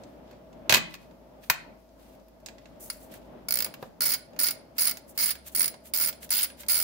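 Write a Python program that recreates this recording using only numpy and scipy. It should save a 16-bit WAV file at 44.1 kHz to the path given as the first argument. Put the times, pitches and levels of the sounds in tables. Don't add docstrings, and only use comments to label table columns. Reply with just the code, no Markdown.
import sys
import numpy as np
from scipy import signal
from scipy.fft import rfft, irfft
from scipy.io import wavfile

SR = 44100
rng = np.random.default_rng(int(sys.argv[2]) if len(sys.argv) > 2 else 0)


def log_audio(samples):
    frames = np.atleast_2d(samples).T
    limited = np.clip(frames, -1, 1)
    pcm = np.round(limited * 32767).astype(np.int16)
    wavfile.write(sys.argv[1], SR, pcm)


def undo_db(level):
    steps = np.asarray(level, float) / 20
    return 10 ** steps


N = 301203


def rms_one(x):
    return x / np.sqrt(np.mean(x ** 2) + 1e-20)


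def in_time(rows):
    s, *columns = np.transpose(rows)
    return [np.interp(np.arange(N) / SR, s, c) for c in columns]


def at_hz(points, hz):
    point_hz, value = np.transpose(points)
    return np.interp(np.log(hz + 1), np.log(point_hz), value)


def band(x, low_hz, high_hz):
    edges_hz = [low_hz, min(high_hz, .45 * SR)]
    return signal.sosfilt(signal.butter(2, edges_hz, "band", fs=SR, output="sos"), x)


def drift(rate_hz):
    slow = signal.butter(2, rate_hz, fs=SR, output="sos")
    return rms_one(signal.sosfilt(slow, rng.standard_normal(N)))


def ring(force, modes):
    out = np.zeros((2, N))
    for hz, level_db, t60 in modes:
        r, w = undo_db(-60 / (t60 * SR)), 2 * np.pi * hz / SR
        poles = signal.lfilter([undo_db(level_db)], [1, -2 * r * np.cos(w), r * r], force + 1e-18)
        for side, phase in enumerate(rng.uniform(0, 2 * np.pi, 2)):
            out[side] += signal.lfilter([np.sin(phase), r * np.sin(w - phase)], [1], poles[side])
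    return out


def contacts(times, level_db, pan_db, chatter_s, share, apart):
    length = 900
    out, t = np.zeros((2, N + length)), np.arange(length) / SR
    marks = rng.random((len(times), length))
    signs = rng.standard_normal((len(times), 3, length))
    onset = 1 - np.exp(-(t + 1 / SR) / .0007)
    shapes = onset * np.exp(-t / (chatter_s * np.ones(len(times)))[:, None])
    own = np.clip(apart, 0, 1)
    for s, db, pan, mark, sign, shape in zip(times, level_db, pan_db, marks, signs, shapes):
        impacts = np.sqrt(1 - own) * sign[0] + np.sqrt(own) * sign[1:]
        burst = impacts * (mark < share) * shape
        burst /= np.linalg.norm(burst, axis=1, keepdims=True) + 1e-9
        start = round(s * SR)
        out[:, start:start + length] += undo_db(db + np.array([[pan / 2], [-pan / 2]])) * burst
    return out[:, :N]


# (t/s, f/Hz, level/dB)
HUM = [(0, 59.17, -62), (.7, 55, -62), (1.7, 52, -62.5), (3.3, 51.85, -60.5), (3.55, 52.9, -58.5),
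       (3.7, 56.55, -68.5), (4.9, 59.87, -67.5), (5.3, 64, -60.5), (5.62, 65.6, -60), (5.71, 61.5, -104),
       (5.82, 66.8, -63), (6.6, 65.66, -59.5), (6.83, 60, -57)]
# (t/s, level/dB)
RUMBLE_LEVEL = [(0.0, -51), (0.42, -53), (0.8, -53), (0.97, -58.5), (2.07, -59.5), (2.53, -59.5),
                (3.04, -51.5), (4.34, -54), (5.21, -56.5), (6.83, -55)]
# (f/Hz, level/dB per Hz)
RUMBLE = [(20, -38), (40, -16), (62, -10), (85, -13.5), (120, -10), (245, -3), (450, -11.5), (560, -5.5),
          (645, -1.5), (710, -12.5), (870, -13), (1050, -19.5), (1800, -27.5), (3500, -34)]
# (f/Hz, likeness/0..1)
LIKENESS = [(60, 1), (130, 1), (290, 0.35), (640, 0.51), (1400, 0.)]
# (f/Hz, level/dB per Hz)
AIR = [(1200, -2), (2500, -9.5), (5000, -2), (8500, -12), (12500, -6.5), (16000, -5.5)]
AIR_DB = -70


def rumble():
    hz = np.fft.rfftfreq(N, 1 / SR)
    mid, side = rfft(rng.standard_normal((2, N))) * undo_db(at_hz(RUMBLE + [(SR / 4, -90)], hz))
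    alike = np.clip(at_hz(LIKENESS, hz), -1, 1)
    low = irfft(np.sqrt(1 + alike) * mid + np.sqrt(1 - alike) * side * [[1], [-1]], N)
    low_db = in_time(RUMBLE_LEVEL)[0] + 3.5 + 2.1 * drift(2.9)
    low = rms_one(low) * undo_db(low_db) * undo_db([[.7], [-.7]])
    air = irfft(rfft(rng.standard_normal((2, N))) * undo_db(at_hz([(300, -40)] + AIR, hz)), N)
    air = rms_one(air) * undo_db(AIR_DB + 0.56 * drift(3.6))
    hum_hz, hum_db = in_time(HUM)
    phase = 2 * np.pi * np.cumsum(hum_hz + 1.5 * drift(3)) / SR
    hum = np.sqrt(2) * undo_db(hum_db + 0.73 * drift(3.3)) * np.sin(phase)
    return low + air + hum


# (f/Hz, t60/s)
ROOM_T60 = [(250, 0.66), (700, 0.47), (1500, 0.37), (3000, 0.3), (6000, 0.21), (12000, 0.13)]


def workshop(x, near_db, walls_db):
    t = np.arange(SR // 2) / SR
    noise = rng.standard_normal((2, 2, len(t)))
    near = band(noise[0], 500, 19000) * np.exp(-t / .007)
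    walls = sum(band(noise[1], hz / 1.7, hz * 1.5) * undo_db(-60 * t / t60) for hz, t60 in ROOM_T60)
    walls = walls * (t > .006)
    reply = undo_db(near_db) * near / np.linalg.norm(near[0])
    reply += undo_db(walls_db) * walls / np.linalg.norm(walls[0])
    return signal.fftconvolve(x, reply, axes=1)[:, :N]


# (full t/s, eases t/s, fade/s, hiss level/dB, scrape level/dB)
SLIDES = [(0, .1, .1, -74, -67), (0.277, 0.357, 0.11, -80, -63.5), (.91, 0.942, .035, -58.5, -54),
          (1.02, 1.035, 0.069, -63.5, -61), (1.435, 1.446, .04, -53.5, -52.5),
          (1.46, 1.5, .012, -60.5, -65), (1.8, 1.84, .08, -73.5, -74.5), (1.998, 2.143, 0.0595, -63, -64.5),
          (2.62, 2.79, 0.093, -74, -67), (2.806, 2.891, 0.016, -43.5, -61.5),
          (2.91, 2.95, 0.097, -49.5, -58), (3.014, 3.05, 0.079, -52, -62),
          (3.119, 3.166, 0.047, -52.5, -52.5), (3.218, 3.246, .14, -69, -65),
          (3.815, 3.865, 0.066, -61, -58.5), (4.771, 4.778, 0.033, -48, -53),
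          (5.153, 5.173, 0.015, -54, -61), (5.528, 5.538, .03, -46.5, -57)]
# (full t/s, hiss level/dB, scrape level/dB)
REGRIPS = [
    (5.091, -48, -66),
    (5.468, -40.5, -47),
    (5.858, -44.5, -53),
    (6.23, -41.5, -47),
    (6.598, -42, -45.5),
]
REGRIP_HOLD_S, REGRIP_FADE_S, RISE_OVER_FADE = 0.018, 0.042, 0.63


def rubbing():
    t, hiss_power, scrape_power = np.arange(N) / SR, np.zeros(N), np.zeros(N)
    regrips = [(s, s + REGRIP_HOLD_S, REGRIP_FADE_S, hiss_db, scrape_db) for s, hiss_db, scrape_db in REGRIPS]
    for full_s, eases_s, fade_s, hiss_db, scrape_db in SLIDES + regrips:
        eases_s = max(eases_s, full_s)
        moments = [full_s - RISE_OVER_FADE * fade_s, full_s, eases_s, eases_s + fade_s]
        swell = undo_db(np.interp(t, moments, [-40, 0, -4, -44], left=-180, right=-180))
        hiss_power += undo_db(2 * hiss_db) * swell
        scrape_power += undo_db(2 * scrape_db) * swell
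    noise = rng.standard_normal((3, 2, N))
    bright = band(noise[0], 10500, 18500) + undo_db(-4) * band(noise[2], 6000, 10500)
    hiss = rms_one(bright) * np.sqrt(hiss_power) * undo_db(-2.5 + 2.3 * drift(50))
    scrape = rms_one(band(noise[1], 1300, 5000)) * np.sqrt(scrape_power) * undo_db(-3.5 + 1.7 * drift(60))
    return hiss + scrape


# (t/s, peak level/dB, pitch f/Hz, thud over peak/dB, left over right/dB)
BLOWS = [(0.6946, -6.5, 3350, -10.5, -5), (0.7047, -13, 2860, -9, 12), (0.7118, -14, 4850, -9.5, 0.5),
         (0.7234, -3.5, 2120, -13, -2.5), (0.7389, -4.5, 2380, -23, 0), (0.744, -4, 2565, -16.5, 3.5),
         (0.7547, -10, 2292, -18, -4), (0.7674, -12.5, 2563, -11, 5.5), (0.776, -21.5, 2507, -6, 8.5),
         (0.9397, -28.5, 2320, -18, 2), (0.9506, -37.5, 2600, -14.5, 3), (1.4985, -2, 1085, -22.5, 1.5),
         (2.4605, -27, 6050, -33, -4.5), (3.6622, -25.5, 1376, -13, 0), (3.7391, -28.5, 1387, -28, -0.5),
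         (3.8257, -33.5, 1126, 5.5, 0)]
BLOW_EDGE_DB, EDGE_LOSS_DB_PER_OCTAVE = -10.5, 2.5
# (t/s, peak level/dB, pitch f/Hz, edge over peak/dB)
TICKS = [(0.0352, -43, 4480, -28), (0.3107, -42, 1320, -14), (0.3297, -49, 1150, -29.5),
         (0.5285, -47.5, 2940, -33), (1.029, -53.5, 2620, -16), (1.1094, -50.5, 1200, -23),
         (1.4376, -44.5, 2430, -5), (1.8904, -59, 4900, -21.5), (2.0963, -57.5, 1920, -12),
         (2.1494, -52, 1150, -8.5), (2.1974, -58, 4650, -24), (2.2817, -53, 1670, -1),
         (2.4007, -57.5, 6510, -3.5), (2.4852, -32, 2140, -15), (2.5822, -42, 2740, -28),
         (2.6557, -40, 1400, -35.5), (3.139, -37, 1290, -3), (4.3321, -46, 1300, -18.5),
         (4.3625, -38.5, 1300, -16), (4.9702, -32.5, 5360, -1), (5.353, -32, 1450, -6),
         (5.7403, -34, 1380, -23), (6.1268, -34.5, 4840, -6), (6.291, -36.5, 4830, -4),
         (6.5003, -34.5, 2170, -10), (6.6324, -33.5, 1420, -14), (6.663, -43, 4890, -4)]
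TICK_THUD_DB, TICK_PAN_DB = -11.5, -2.5


def knock_rows():
    blows = []
    for s, db, hz, thud_db, pan in BLOWS:
        edge_db = BLOW_EDGE_DB - EDGE_LOSS_DB_PER_OCTAVE * np.log2(hz / 2000)
        blows.append((s, db, hz, thud_db, edge_db, pan))
    ticks = [(s, db, hz, TICK_THUD_DB, edge_db, TICK_PAN_DB) for s, db, hz, edge_db in TICKS]
    return np.transpose(blows + ticks)


# (f/Hz, level/dB, t60/s)
FRAME = [(1125, -4.5, .05), (1170, -16, .09), (1666, -16, .07), (1999, -13, .07), (2290, -14, 0.067),
         (2480, -13, .05), (3200, -14, .04), (4430, -13, 0.058), (4900, -11, 0.11), (5300, -15, 0.044),
         (6050, -14.5, .04), (10000, -20.5, .04)]
CRACK_BANDS_HZ = [900, 1800, 2900, 4600, 7500]
# (f/Hz, level/dB, t60/s)
STAND = [(2530, -13, 0.28)]
# (from t/s, to t/s)
STAND_STRUCK_S = (0.55, 0.99)
BLOW_CHATTER_S = .0034


def knocks():
    s, peak, pitch_hz, thud, edge, pan = knock_rows()
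    dull = contacts(s, peak + thud, pan * .3, chatter_s=0.0088, share=0.15, apart=0.17)
    sharp = contacts(s, peak + edge, pan, chatter_s=0.0035, share=0.18, apart=.8)
    out = undo_db(30.5) * band(dull, 100, 880) + undo_db(20.5) * band(sharp, 11000, 17500)
    for low_hz, high_hz in zip(CRACK_BANDS_HZ, CRACK_BANDS_HZ[1:]):
        octaves_off = np.abs(np.log2(np.maximum(pitch_hz, 1500) / np.sqrt(low_hz * high_hz)))
        blow = contacts(s, peak - 5.0 * octaves_off, pan, chatter_s=BLOW_CHATTER_S, share=0.45, apart=0.69)
        out += undo_db(20.5) * band(blow, low_hz, high_hz)
        out += undo_db(-10.0) * ring(blow, [mode for mode in FRAME if low_hz <= mode[0] < high_hz])
    t = np.arange(N) / SR
    struck = (t > STAND_STRUCK_S[0]) * (t < STAND_STRUCK_S[1])
    stand = ring(blow * struck, STAND)
    return out + undo_db(-2.5) * ring(sharp, FRAME[-1:]) + undo_db(-2.0) * stand


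# (t/s, bright level/dB, head ring over bright/dB)
SLOW_DROPS = [(2.9, -30, 2.5), (3.4847, -23.5, -5), (3.5064, -19.5, -9.5), (3.5224, -16, -13),
              (3.539, -24, 5.5), (3.555, -16, -18), (3.571, -22, -4), (3.5872, -19.5, -21),
              (3.6036, -19, -7.5), (3.6223, -20.5, -27.5), (3.6448, -21.5, 0.5)]
# (first drop t/s, last drop t/s, bright level/dB, body over bright/dB, last-gap stretch/ratio)
STROKES = [
    (4.0057, 4.136, -18.5, -3, .55),
    (4.3893, 4.507, -19.5, -2, 1.3),
    (4.7812, 4.9098, -19, -4, .4),
    (5.1755, 5.3045, -20.5, -2, 0.53),
    (5.5486, 5.678, -18.5, -5.5, .9),
    (5.936, 6.0843, -18.5, -5, 0.088),
    (6.3045, 6.443, -19.5, -3.5, .3),
    (6.6834, 6.8229, -19, -5.5, 0.014),
]
TEETH_PER_STROKE = [11, 10, 11, 13, 11, 13, 14, 13]
SLOWING_TEETH, GAP_SCATTER_S, SLOW_BODY_DB = 1.1, 0.00082, -1.5
STROKE_ENDS_DB, HEAD_DB = -1.5, -6
BRIGHT_SCATTER_DB, BODY_SCATTER_DB, HEAD_SCATTER_DB = 1, 2.5, 4
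BODY_IGNORES = 0.94
REBOUND_CHANCE, REBOUND_S, REBOUND_DB = .35, .0055, -2
HEAD_GAIN_DB_PER_S = 1.06


def pawl_drops():
    rows = [(s, db, SLOW_BODY_DB - BODY_IGNORES * (db + 21.5), head_db) for s, db, head_db in SLOW_DROPS]
    for (first_s, last_s, db, body_db, stretch), teeth in zip(STROKES, TEETH_PER_STROKE):
        gaps = 1 + stretch * np.exp(-np.arange(teeth - 1)[::-1] / SLOWING_TEETH)
        run = np.append(0, np.cumsum(gaps)) / gaps.sum()
        luck = rng.standard_normal((teeth, 4))
        twice = rng.random(teeth) < REBOUND_CHANCE
        inside = np.sin(np.pi * run) > .01
        s = first_s + run * (last_s - first_s) + GAP_SCATTER_S * luck[:, 0] * inside
        surplus = BRIGHT_SCATTER_DB * luck[:, 1]
        bright = db + surplus + STROKE_ENDS_DB * run ** 3
        body = body_db - BODY_IGNORES * surplus + BODY_SCATTER_DB * luck[:, 2]
        head = HEAD_DB + HEAD_GAIN_DB_PER_S * (s - 5) - surplus + HEAD_SCATTER_DB * luck[:, 3]
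        drops = np.c_[s, bright, body, head]
        rebounds = drops[twice] + [REBOUND_S, REBOUND_DB, 0, REBOUND_DB]
        rows += list(drops) + list(rebounds)
    return np.transpose(sorted(map(tuple, rows)))


# (f/Hz, level/dB, t60/s)
BODY_MODES = [(1420, -21, 0.032), (2190, -12, 0.012), (2860, -23.5, 0.0067), (3770, -18.5, 0.005),
              (4250, -9, 0.0097), (4846, -8.5, 0.034), (4600, -9.5, 0.0085), (5170, -6.5, 0.014),
              (5990, -18.5, .012)]
# (f/Hz, level/dB, t60/s)
BRIGHT_MODES = [(12900, -23, 0.015), (14600, -6, .007), (16200, -6, .008), (15600, -4.5, .01)]
# (f/Hz, level/dB, t60/s)
RING_MODES = [(9810, -1.9, 0.04), (9835, -1.8, 0.031)]
# (t since the stroke began/s, left over right/dB)
SWING = [(0, -0.5), (.05, -2.5), (.15, -3)]
PAWL_CHATTER_S = .002
GRIP_WANDER_DB = 4.5
DULLING_DB_PER_S = 34


def ratchet():
    s, bright, body, head = pawl_drops()
    began = np.maximum.accumulate(s * (np.diff(s, prepend=0) > .1))
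    pan = np.interp(s - began, *np.transpose(SWING))
    gap_s = signal.medfilt(np.diff(s, append=s[-1] + .011), 7)
    chatter_s = PAWL_CHATTER_S * np.clip((.016 / gap_s) ** 2.2, .75, 2.4)
    tip_db = DULLING_DB_PER_S * (s - began - .07)
    top = contacts(s, bright, pan, chatter_s=chatter_s, share=0.64, apart=1.0)
    low = contacts(s, bright + body - 0.3 * tip_db, pan * 0.2, chatter_s=1.7 * chatter_s, share=.25, apart=0.88)
    dull = contacts(s, bright + body + tip_db, pan * .25, chatter_s=3.2 * chatter_s, share=.25, apart=0.67)
    long = contacts(s, bright + head, pan * 0.23 + 0.44, chatter_s=0.69 * chatter_s, share=.5, apart=0.5)
    crack = undo_db(16.0) * band(top, 8000, 18000)
    crack += undo_db(14.5) * band(dull, 1130, 3580)
    crack += undo_db(18.0) * band(low, 4600, 7440)
    crack += undo_db(15.5 + GRIP_WANDER_DB * drift(9.3)) * band(low, 2600, 4200)
    rings = undo_db(8.0) * ring(top, BRIGHT_MODES) + undo_db(3.5) * ring(low, BODY_MODES) + undo_db(3) * ring(long, RING_MODES)
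    return crack + rings


def scene():
    clicks, blows = ratchet(), knocks()
    clicks = clicks + workshop(clicks, near_db=-9.5, walls_db=-13)
    blows = blows + workshop(blows, near_db=-5.0, walls_db=-11)
    return rumble() + rubbing() + blows + clicks


def top_cut(x):
    return signal.sosfilt(signal.butter(12, 17150, fs=SR, output="sos"), x)


CUTOFF_HZ = 15700


def record(dry):
    cut = signal.sosfilt(signal.cheby2(10, 26, CUTOFF_HZ * 1.019, fs=SR, output="sos"), dry)
    cut = signal.sosfilt(signal.cheby2(12, 60, 17400, fs=SR, output="sos"), cut)
    mix = np.clip(cut, -1, 1)
    return top_cut(mix)


dry = scene()
out = record(dry)
log_audio(out)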